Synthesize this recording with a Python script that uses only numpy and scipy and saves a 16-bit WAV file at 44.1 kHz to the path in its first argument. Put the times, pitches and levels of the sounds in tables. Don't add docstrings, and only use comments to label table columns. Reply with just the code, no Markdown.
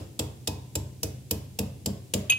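import sys
import numpy as np
from scipy import signal
from scipy.fft import rfft, irfft, next_fast_len
from scipy.io import wavfile
from scipy.ndimage import uniform_filter1d, map_coordinates

SR = 44100
rng = np.random.default_rng(int(sys.argv[2]) if len(sys.argv) > 2 else 0)


def digitize_waveform(pressure):
    field = np.atleast_2d(pressure).T
    bounded = np.clip(field, -1, 1)
    quanta = np.round(bounded * 32767).astype(np.int16)
    wavfile.write(sys.argv[1], SR, quanta)


N = 104958
LEAD = SR // 4


def amp(db):
    return 10 ** (np.asarray(db) / 20)


def unit(x):
    return x / np.sqrt(np.mean(x ** 2) + 1e-20)


def along(points, hz):
    freqs, values = np.transpose(points)
    return np.interp(np.log(hz + 1), np.log(freqs + 1), values)


def bump(hz, centre_hz, width_oct):
    return np.exp(-(np.log2((hz + 1) / centre_hz) / width_oct) ** 2 / 2)


def wobble(knots_per_s):
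    position = np.arange(N + LEAD) * knots_per_s / SR
    return map_coordinates(rng.standard_normal(1024), [position], mode="mirror")


def filtered(x, response):
    n = x.shape[-1]
    size = next_fast_len(n + 4096)
    return irfft(rfft(x, size) * response(np.fft.rfftfreq(size, 1 / SR)), size)[..., :n]


def add(track, sound, start_s):
    start = max(round(start_s * SR) + LEAD, 0)
    part = track[:, start:start + sound.shape[-1]]
    part += sound[..., :part.shape[-1]]


# frequency in Hz, correlation.
COHERENCE = [(100, 0.82), (400, 0.91), (700, 0.2), (1200, 0.056), (3000, 0.13), (5000, 0.12), (15000, 0.04)]
def noise(spectrum, size, colour_db=lambda hz: 0):
    def mid_side_gain(hz):
        angle = np.arccos(np.clip(along(COHERENCE, hz), -1, 1)) / 2
        return amp(along(spectrum, hz)) * [np.cos(angle), np.sin(angle)]
    mid, side = filtered(rng.standard_normal((2, size)), mid_side_gain)
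    return filtered(unit(np.array([mid + side, mid - side])), lambda hz: amp(colour_db(hz)))


def burst(peak_s, spectrum, rise_s, fall_s, hold_s=0, colour_db=lambda hz: 0, grain_db=0):
    t = np.arange(SR // 8) / SR - .01
    envelope = np.exp(np.minimum(t, 0) / rise_s - np.maximum(t - hold_s, 0) / fall_s)
    roughness = unit(uniform_filter1d(rng.standard_normal(len(t)), size=32))
    grains = unit(amp(grain_db * roughness))
    track = np.zeros((2, N + LEAD))
    add(track, noise(spectrum, len(t), colour_db) * envelope * grains, peak_s + t[0])
    return track


def ring(modes, weight_db, right_lag_s=.00022):
    t = np.maximum(np.arange(int(.7 * SR)) / SR - np.array([[0], [right_lag_s]]), 0)
    vary_db = rng.normal(0, 1, len(modes))
    sound = 0
    for k, (hz, db, t60_s, rise_s) in enumerate(modes):
        decay = amp(db + vary_db[k] + weight_db(hz) - 60 * t / t60_s)
        bloom = 1 - np.exp(-(t / rise_s) ** 2.5)
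        sound += (-1) ** k * decay * bloom * np.sin(2 * np.pi * hz * t)
    return sound


# frequency in Hz, T60 in seconds.
KITCHEN_T60 = [(100, 0.38), (400, 0.57), (1000, 0.66), (3000, 0.57), (8000, 0.33), (15000, 0.3)]
def room(x, tail_db=-13, early_db=-12.5, early_t60_s=.11):
    t = np.arange(SR // 2) / SR
    white = lambda: noise([(20, 0), (20000, 0)], len(t))
    hz, frame_s, bands = signal.stft(white(), SR, nperseg=256)
    decay = amp(-60 * frame_s / along(KITCHEN_T60, hz)[:, None])
    tail = signal.istft(bands * decay, SR, nperseg=256)[1][:, :len(t)]
    early = white() * amp(-60 * t / early_t60_s)
    response = sum(amp(db) * part * (t > .002) / np.linalg.norm(part[0])
                   for db, part in [(tail_db, tail), (early_db, early)])
    return x + signal.fftconvolve(x, response, axes=1)[:, :x.shape[1]]


# frequency in Hz, relative level in dB.
AIR_SPECTRUM = [(15, -46), (25, -34), (73, -10), (122, 0.5), (152, -8.5), (193, -8), (433, -21.5),
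                (997, -39.5), (1170, -43), (2490, -36), (6050, -35.5), (7100, -33.5), (15500, -40)]
def room_air(level_db=-47.5):
    return amp(level_db) * noise(AIR_SPECTRUM, N + LEAD)


def appliance_hum(hz=129.4, rms_db=-51.5):
    t = (np.arange(N + LEAD) - LEAD) / SR
    phase = 2 * np.pi * hz * t + .39 * wobble(knots_per_s=6.06)
    return amp(rms_db) * np.sqrt(2) * np.sin(phase)


# time in seconds; thump, hollow-note boost, knock, boxy boost, crunch,
# low-treble boost and top-treble boost, all in dB; squeak in Hz; steel ring in dB.
PESTLE_BLOWS = [(-.085, -29, -10, -26.5, -3.5, -23, -1, 3, 7200, -42.5),
                (0.1931, -28.5, -7, -28, 0.5, -25, 3.5, 0.5, 7870, -51),
                (.4742, -29, -1.5, -29.5, 5, -21, -2, -1.5, 3720, -38.5),
                (0.7544, -27.5, -9, -33, 5, -23.5, -2, 0, 7640, -74),
                (1.0320, -30, -5, -29.5, -8.5, -21.5, -6.5, 0.5, 6000, -44),
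                (1.3104, -29, 2, -29.5, -2.5, -22.5, -1.5, 5, 13300, -47.5),
                (1.5895, -28.5, 10.5, -30.5, 1, -26, 1.5, 5, 2660, -48.5),
                (1.8600, -31, 12.5, -30.5, -2.5, -25, -2, -1.5, 7520, -57),
                (2.1383, -29.5, 12, -25.5, -9, -21, 2.5, -1, 7160, -57)]
# frequency in Hz, relative level in dB.
CRUNCH_SPECTRUM = [(300, -10), (900, -7.5), (1250, -14), (2100, -16), (2600, -0.5), (3500, -0.5),
                   (4300, -3), (5300, 2), (6400, -4), (7400, 2.5), (8700, -7.5), (10500, -5), (15500, -10)]
# frequency in Hz, relative level in dB.
SNAP_SPECTRUM = [(2000, -52), (5000, -16), (10000, 8), (15500, 4)]
def ginger_crunch(squeak_db=7.5, snap_boost_db=6):
    track = 0
    for at_s, *_, crunch_db, low_db, top_db, squeak_hz, _ in PESTLE_BLOWS:
        treble = [(1500, 0), (2600, low_db), (3900, low_db), (5000, 0), (8000, 0), (11000, top_db)]
        colour = lambda hz: along(treble, hz) + squeak_db * bump(hz, squeak_hz, width_oct=.054)
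        crunch = burst(at_s, CRUNCH_SPECTRUM, rise_s=.00066, fall_s=.0044, hold_s=.0028,
                       colour_db=colour, grain_db=2)
        snap = burst(at_s + .0012, SNAP_SPECTRUM, rise_s=.0003, fall_s=.0003, colour_db=colour)
        track += amp(crunch_db) * (room(crunch) + amp(snap_boost_db) * snap)
    return track


# frequency in Hz, level in dB, T60 and build-up in seconds.
COUNTER_MODES = [(73, -3.5, 0.48, 0.018), (95.6, -1, 0.58, 0.01), (126.66, -8, 0.71, 0.03),
                 (146.6, -7.5, 0.59, 0.012), (195.6, -8, 0.21, 0.006), (224.4, -9.5, 0.19, 0.009),
                 (250.7, -10.5, 0.28, 0.0073), (294.5, -9, 0.33, 0.0068), (316.5, -5, 0.22, 0.0045)]
# frequency in Hz, level in dB, T60 and build-up in seconds.
FOOT_MODES = [(403.2, -10, 0.35, 0.012), (439.7, -7, 0.29, .003), (486.5, -4, 0.13, 0.001),
              (540.3, -5.5, 0.078, 0.002), (634, -8.5, 0.17, 0.0019), (849, -20.5, 0.15, 0.001),
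              (872, -15, 0.19, 0.0081), (928, -10, 0.2, 0.028), (1028, -22, 0.34, 0.018)]
# frequency in Hz, relative level in dB.
KNOCK_SPECTRUM = [(40, -28), (80, -2), (200, -3.5), (500, -4), (720, -9), (1050, -14.5), (1200, -22.5),
                  (2500, -23.5)]
def counter_thump(echo_s=.0306, echo_db=-.5, echo_cut_db=21):
    boom, knocks = np.zeros((2, N + LEAD)), 0
    for at_s, thump_db, hollow_db, knock_db, boxy_db, *_ in PESTLE_BLOWS:
        hollow = lambda hz: hollow_db * bump(hz, centre_hz=207.7, width_oct=.23)
        returned = lambda hz: hollow(hz) + echo_cut_db * (bump(hz, centre_hz=206, width_oct=.22) - 1)
        boxy = lambda hz: boxy_db * bump(hz, centre_hz=944, width_oct=.19)
        add(boom, amp(thump_db) * ring(COUNTER_MODES, hollow), at_s)
        add(boom, amp(knock_db) * ring(FOOT_MODES, boxy), at_s)
        add(boom, amp(thump_db + echo_db) * ring(COUNTER_MODES, returned), at_s + echo_s)
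        knock = burst(at_s, KNOCK_SPECTRUM, rise_s=.00085, fall_s=.014, colour_db=boxy)
        knocks += amp(knock_db - 4) * knock
    return boom + room(knocks, tail_db=.5)


# frequency in Hz, level in dB, T60 and build-up in seconds.
STEEL_MODES = [(2523, 0, .21, .006), (2556, -13, .12, .005), (2853, -7, .07, .001), (3170, -19, .05, .001),
               (3680, -13, .04, .001), (4830, -22, .07, .001), (6430, -12, .07, .001),
               (6520, -7, .06, .001), (7450, -19, .09, .001), (7570, -15, .06, .001),
               (9577, -10, .08, .001), (10930, -12, .09, .002), (11860, -31, .15, .002)]
def steel_ring(tilt_db_per_oct):
    tilt = lambda hz: tilt_db_per_oct * np.log2(hz / STEEL_MODES[0][0])
    return ring(STEEL_MODES, tilt, right_lag_s=.00005)


# time in seconds, ring in dB, tick in dB, tilt in dB per octave.
BARE_CLINKS = [(2.2972, -16.5, -21, 3), (2.3204, -13.5, -23, -12)]
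# frequency in Hz, relative level in dB.
TICK_SPECTRUM = [(300, -24), (1900, -19), (2800, 2), (3800, -13), (5000, -19), (5900, -29), (7600, -25),
                 (8400, -39), (15000, -45)]
def steel_contacts(flutter_db=3):
    rings, ticks = np.zeros((2, N + LEAD)), 0
    for at_s, *_, ring_db in PESTLE_BLOWS:
        add(rings, amp(ring_db) * steel_ring(tilt_db_per_oct=-72), at_s)
    for at_s, ring_db, tick_db, tilt_db_per_oct in BARE_CLINKS:
        add(rings, amp(ring_db) * steel_ring(tilt_db_per_oct), at_s)
        ticks += amp(tick_db) * burst(at_s, TICK_SPECTRUM, rise_s=.0006, fall_s=.0073, hold_s=.0029)
    rings *= amp(flutter_db * wobble(knots_per_s=70))
    return room(rings, tail_db=-17, early_db=-24.5) + room(ticks)


def scene():
    pounding = ginger_crunch() + counter_thump() + steel_contacts()
    return (pounding + room_air() + appliance_hum())[:, LEAD:]


def record(dry):
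    low_cut_hz, top_hz = 27, 15750
    thinned = signal.sosfilt(signal.butter(2, low_cut_hz, "high", fs=SR, output="sos"), dry)
    return filtered(thinned, lambda hz: 1 / np.sqrt(1 + (hz / top_hz) ** 160))


dry = scene()
out = record(dry)
digitize_waveform(out)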